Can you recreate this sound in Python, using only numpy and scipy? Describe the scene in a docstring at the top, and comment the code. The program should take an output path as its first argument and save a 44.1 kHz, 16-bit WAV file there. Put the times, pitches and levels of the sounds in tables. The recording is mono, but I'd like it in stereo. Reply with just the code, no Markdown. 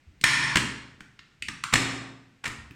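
"""A bare, ringing room: a moulded-case circuit breaker is worked by hand on a bench, close to the microphone.
Latches tick and the sprung mechanism clacks: shaped bursts and damped modes sound through the plastic case.
Each contact also thumps the bench and wakes the room's low standing waves; a long noise echo follows.
Soft hand bumps and a steady hush are filtered noise. A gain control ducks at each big clack
and swells back over the echo."""
import sys
import numpy as np
from scipy import signal
from scipy.fft import rfft, irfft, next_fast_len
from scipy.io import wavfile
from scipy.ndimage import uniform_filter1d, map_coordinates

SR = 44100
rng = np.random.default_rng(int(sys.argv[2]) if len(sys.argv) > 2 else 0)


def inscribe(sig):
    """Save sig as 16-bit PCM at rate SR to the path in sys.argv[1].

    A 1-D sig is mono; a 2-D sig holds one channel per row.
    Samples are clipped to [-1, 1] before scaling.
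    """
    pcm = np.round(np.clip(np.atleast_2d(sig).T, -1, 1) * 32767)
    wavfile.write(sys.argv[1], SR, pcm.astype(np.int16))


N = 121275
LENGTH = 8192  # samples in one contact sound


def amp(db):
    """Amplitude factor of a level in dB."""
    return 10 ** (np.asarray(db) / 20)


def unit(x):
    """Scale a steady sound to rms 1."""
    return x / np.sqrt(np.mean(x ** 2) + 1e-20)


def strength(x):
    """Scale a short sound to the energy of 7 ms at rms 1."""
    energy = np.mean(np.sum(x ** 2, -1))
    return x / np.sqrt(energy / (.007 * SR))


def along(points, hz):
    """Read (pitch_hz, value) points on a log frequency axis."""
    point_hz, value = np.transpose(points)
    return np.interp(np.log(hz + 1), np.log(point_hz + 1), value)


def add(track, start_s, sound):
    """Mix a sound into the track at its start time."""
    part = track[:, round(start_s * SR):][:, :sound.shape[-1]]
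    part += sound[..., :part.shape[1]]


def filtered(x, response):
    """Multiply the spectrum of x by a response of frequency."""
    n = x.shape[-1]
    padded = next_fast_len(n + LENGTH)
    hz = np.fft.rfftfreq(padded, 1 / SR)
    return irfft(rfft(x, padded) * response(hz), padded)[..., :n]


def causal(db):
    """Minimum-phase response with these gains: it rings only after the strike."""
    cepstrum = irfft(np.log(amp(db)))
    cepstrum[1:LENGTH // 2] *= 2
    cepstrum[LENGTH // 2 + 1:] = 0
    return np.exp(rfft(cepstrum))


def ring(modes, size, scatter_db):
    """Sum damped sine modes, each struck with a random level and phase."""
    t = np.arange(size) / SR
    total = 0
    for pitch_hz, level_db, t60_s in modes:
        struck_db = level_db + scatter_db * rng.standard_normal()
        phase = rng.random()  # cycles
        total = total + amp(struck_db - 60 * t / t60_s) * np.sin(2 * np.pi * (pitch_hz * t + phase))
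    return total


# left-right likeness of diffuse sound at the microphone: pitch_hz, likeness (1 same, -1 opposite)
LIKENESS = [(100, 0.98), (250, 0.81), (500, 0.39), (1000, -0.48), (2000, -.05), (8000, 0.55)]


def stereo_noise(size):
    """Diffuse noise whose left-right correlation follows the likeness at each frequency."""
    def mid_side(hz):
        angle = np.arccos(np.clip(along(LIKENESS, hz), -1, 1)) / 2
        return np.array([np.cos(angle), np.sin(angle)])

    mid, side = filtered(rng.standard_normal((2, size)), mid_side)
    return np.array([mid + side, mid - side])


EARLY_DB, EARLY_T60_S = -4.5, 0.02  # near walls, level against the long echo
# time the long echo takes to fall by 60 dB: pitch_hz, t60_s
ECHO_T60 = [(100, 0.31), (400, 0.84), (1000, 0.71), (2200, 0.61), (5000, 0.59), (8000, 0.5), (11000, 0.46),
            (15000, 0.26)]


def room(x):
    """Answer x with near walls and a long diffuse echo, each band of it fading at its own rate."""
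    hz, t, spectrum = signal.stft(stereo_noise(size=SR), SR, nperseg=256)
    fading = spectrum * amp(-60 * t / along(ECHO_T60, hz)[:, None])
    tail = signal.istft(fading, SR, nperseg=256)[1]
    t = np.arange(tail.shape[1]) / SR
    early = stereo_noise(size=len(t)) * amp(-60 * t / EARLY_T60_S)
    echo = tail / np.linalg.norm(tail[0]) + amp(EARLY_DB) * early / np.linalg.norm(early[0])
    onset = np.minimum(t / 0.0049, 1)
    return signal.fftconvolve(np.atleast_2d(x), echo * onset, axes=1)


HUSH_DB = -62.5
# colour of the room's hush: pitch_hz, level_db (relative)
HUSH = [(25, -1.5), (70, -6.5), (120, 3.5), (250, -3.5), (500, -12.5), (1200, -10), (2200, -7.5),
        (3500, -16), (8000, -25.5), (10500, -36.5), (15000, -39.5), (16000, -51.5)]


def room_tone():
    """The steady hush of the room: diffuse noise with a fixed spectrum."""
    return amp(HUSH_DB) * unit(filtered(stereo_noise(size=N), lambda hz: amp(along(HUSH, hz))))


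# moments when the hand shifts the case: start_s, level_db, length_s (time constant of the fall)
NUDGES = [(0.066, -46, .08), (0.914, -50, 0.047), (1.4, -53, 0.12), (2.571, -45.5, 0.11)]
# colour of those bumps: pitch_hz, level_db (relative)
NUDGE_COLOUR = [(25, -6.5), (70, 20.5), (130, -7), (300, -9), (900, -56)]


def handling():
    """Soft low bumps as the hand leans on the case: noise that swells and dies away."""
    t = np.arange(N) / SR
    swell = np.zeros(N)
    for start_s, level_db, length_s in NUDGES:
        rise = np.clip((t - start_s) / 0.018, 0, 1)
        swell += amp(level_db) * rise * np.exp(-abs(t - start_s) / length_s)
    rumble = filtered(stereo_noise(size=N), lambda hz: amp(along(NUDGE_COLOUR, hz)))
    return swell * unit(rumble)


THUMP_S = 0.011  # time constant of the push, before its spectrum is flattened
LOW_ROOM_DB = -1.5  # echo of the thump
STANDING_T60_S, STANDING_RISE_S = .88, 0.034  # fall by 60 dB, time constant of the build-up
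# response of the bench: pitch_hz, level_db (relative)
BENCH = [(25, 0), (60, -1), (120, 4.5), (240, 3.5), (330, -1), (480, -14.5), (900, -65.5), (3000, -35)]
# standing waves of the room: pitch_hz, level_db (against the thump)
STANDING_WAVES = [(66, -20.5), (119.6, -11.5), (143.5, -13), (179, -20.5), (223, -19), (268, -15.5)]


def bench():
    """The recoil of each contact thumps the bench and sets the room's standing waves going."""
    out = np.zeros((2, N))
    hz, t = np.fft.rfftfreq(LENGTH, 1 / SR), np.arange(SR) / SR
    waves = [(pitch_hz, level_db, STANDING_T60_S) for pitch_hz, level_db in STANDING_WAVES]
    fall = np.exp(-np.arange(LENGTH) / SR / THUMP_S)
    for start_s, level_db, *_, thump_db, _ in CLACKS:
        level = amp(level_db + thump_db)
        push = rfft(fall * rng.standard_normal(LENGTH))
        knock = irfft(push / abs(push) * causal(along(BENCH, hz)))
        thump = level * strength(knock[:LENGTH // 2])
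        add(out, start_s, thump)
        add(out, start_s, amp(LOW_ROOM_DB) * room(thump))
        boom = ring(waves, size=SR, scatter_db=2)
        add(out, start_s, level * boom * (1 - np.exp(-t / STANDING_RISE_S)))
    return out


ATTACK_S, RELEASE_S = 0.00066, 0.015  # time constant of the rise, fall by 60 dB


def chatter(length_s):
    """A few milliseconds of contact, nearly even across all frequencies."""
    t = np.arange(LENGTH) / SR
    shape = (1 - np.exp(-t / ATTACK_S)) * amp(-60 * np.maximum(t - length_s, 0) / RELEASE_S)
    burst = rng.standard_normal((2, LENGTH)) * shape  # one for each side of the case
    for _ in range(3):  # flatten the spectrum, then shape in time again
        spectrum = rfft(burst)
        burst = irfft(spectrum / (abs(spectrum) + 1e-12)) * shape
    return burst


EDGE_POWER = 4  # steepness of a contact's low and high edges
RING_OCTAVES = .25  # width of the main ring
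RIPPLE_DB, RIPPLE_HZ = 2.5, 108.2  # crowded small resonances: depth, spacing
# how much of the treble setting applies: pitch_hz, share
TREBLE = [(1800, 0.46), (4000, 0.91), (9000, 1)]


def colour(hz, low_hz, high_hz, ring_hz, ring_db, treble_db):
    """What one point of contact brings out of the case, in dB."""
    low_edge = 1 + (low_hz / (hz + 1)) ** (2 * EDGE_POWER)
    high_edge = 1 + (hz / high_hz) ** (2 * EDGE_POWER)
    edges_db = np.maximum(-10 * np.log10(low_edge * high_edge), -50)
    octaves_away = np.log2((hz + 1) / ring_hz)
    peak_db = ring_db * np.exp(-.5 * (octaves_away / RING_OCTAVES) ** 2)
    ripple_db = RIPPLE_DB * map_coordinates(rng.standard_normal(size=512), [hz / RIPPLE_HZ])
    return edges_db + peak_db + ripple_db + treble_db * along(TREBLE, hz)


DIRECT_PAN_DB = -6.5  # direct clack, left minus right
ROOM_DB = -2.5  # echo of the clack
# contacts of the mechanism, which the bench answers too: start_s, level_db, low_edge_hz, high_edge_hz,
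# ring_hz, ring_db, treble_db, thump_db (bench, against level_db), length_s (chatter)
CLACKS = [(0.2115, -38, 2500, 14000, 2900, -3, 8.5, -6.5, 0.0027),
          (0.2383, 13.5, 787, 15000, 1800, 7.5, 8, -21.5, 0.0042),
          (0.5555, -12, 390, 14000, 1700, 2.5, -1.5, -8, 0.0041),
          (0.568, -13.5, 300, 13000, 1950, 5.5, 8.5, -21.5, 0.0045),
          (1.005, -41, 705, 13000, 1500, 4.5, -5, -6.5, .004),
          (1.19, -43, 950, 5900, 3600, 4, 5, -13, 0.00428),
          (1.4218, -27.5, 2380, 14000, 2407, 9.5, -6.5, -21, .0025),
          (1.483, -27.5, 1130, 11100, 2550, -1.5, -7.5, -11.5, .0055),
          (1.6368, -22.5, 940, 17300, 1200, 8.5, 3, -23, .0025),
          (1.7248, -25, 300, 10000, 1100, 9, -3, -6, 0.01),
          (1.736, -3, 300, 13000, 2330, 1, 1.5, -10, .005),
          (1.7545, -8.5, 300, 13000, 2000, 6.5, -2, -13, 0.0046),
          (2.436, -44.5, 800, 6000, 1300, 12, -13, -10, .005),
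          (2.4393, -29.5, 500, 11500, 1220, 2, -6, -36, 0.0061),
          (2.4535, -26, 400, 14000, 1850, 6, 0.5, -19, 0.009),
          (2.465, -29, 400, 13000, 1200, 4.5, -11, -11, 0.0032),
          (2.475, -34.5, 600, 15000, 8650, 0.5, 19, -2.5, 0.0059),
          (2.708, -48.5, 900, 9000, 2540, 7, -8, 4, 0.00247)]
# response of the plastic case: pitch_hz, level_db (relative)
CASE = [(100, -20.5), (350, -7), (620, -11.5), (850, -8), (1100, -3.5), (1450, -4.5), (1850, 0), (2400, -2),
        (3200, -6.5), (4500, -10), (6200, -13.5), (7300, -11), (9000, -15), (10400, -27.5), (14800, -35),
        (16000, -46.5)]
# ringing of case and steel parts: pitch_hz, level_db (relative), t60_s
PART_MODES = [(1390, -9.5, 0.061), (1667, -7.5, .013), (2233, -15, .012), (2850, -23, .02),
              (3110, -20, 0.014), (3800, -21.5, 0.033), (5300, -28, 0.025), (5350, -17.5, 0.056),
              (7000, -44.5, .022), (8400, -55.5, .014)]


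def breaker():
    """Each contact rattles the plastic case and rings its parts; the room answers."""
    out = np.zeros((2, N))
    hz, t = np.fft.rfftfreq(LENGTH, 1 / SR), np.arange(LENGTH) / SR
    pan = amp(np.array([[.5], [-.5]]) * DIRECT_PAN_DB)
    attack = 1 - np.exp(-t / ATTACK_S)
    for start_s, level_db, *tone, _, length_s in CLACKS:
        case = strength(irfft(rfft(chatter(length_s)) * causal(along(CASE, hz))))
        parts = np.array([ring(PART_MODES, size=LENGTH, scatter_db=2.5) for _ in range(2)]) * attack
        coloured = irfft(rfft(case + parts) * causal(colour(hz, *tone)))
        clack = amp(level_db) * strength(coloured)
        add(out, start_s, clack * pan)
        add(out, start_s, amp(ROOM_DB) * room(clack))
    return out


def scene():
    """Hush, hand, bench and breaker together in the room."""
    return room_tone() + handling() + bench() + breaker()


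# where gain control sets in, share of the excess it removes, time it takes to let go
THRESHOLD_DB, SQUEEZE, RECOVER_S = -13, .79, .32


def gain_control(x, size, count):
    """Gain in dB, by blocks: it drops just ahead of a loud clack and climbs back in a set time."""
    power = abs(uniform_filter1d(np.mean(x ** 2, 0), size=300))  # centred, so it sees a clack coming
    level_db = 10 * np.log10(power + 1e-12)
    duck_db = SQUEEZE * np.maximum(level_db[::size] - THRESHOLD_DB, 0)
    recent_db = np.lib.stride_tricks.sliding_window_view(np.pad(duck_db, (count - 1, 0)), count)
    age_s = np.arange(count)[::-1] * size / SR
    held_db = np.max(recent_db * (1 - age_s / RECOVER_S), axis=1)  # deepest duck still letting go
    return -np.interp(np.arange(N), np.arange(N)[::size], held_db)


TOP_HZ = 16000  # nothing passes from here up
# unequal ports of the microphone: pitch_hz, level_db (left minus right)
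PORTS = [(300, 0), (600, -1), (1100, 1.5), (2000, -3.5), (3200, -2.5), (5000, 1.5), (9000, 3.5),
         (12000, -4.5)]


def record(dry):
    """The close microphone: unequal ports, gain control, clipping and a band limit."""
    halves = np.array([[.5], [-.5]])
    x = filtered(dry, lambda hz: amp(halves * along(PORTS, hz)))
    x = x * amp(gain_control(x, size=32, count=450))
    return filtered(np.clip(x, -1, 1), lambda hz: hz < TOP_HZ)


dry = scene()
out = record(dry)
inscribe(out)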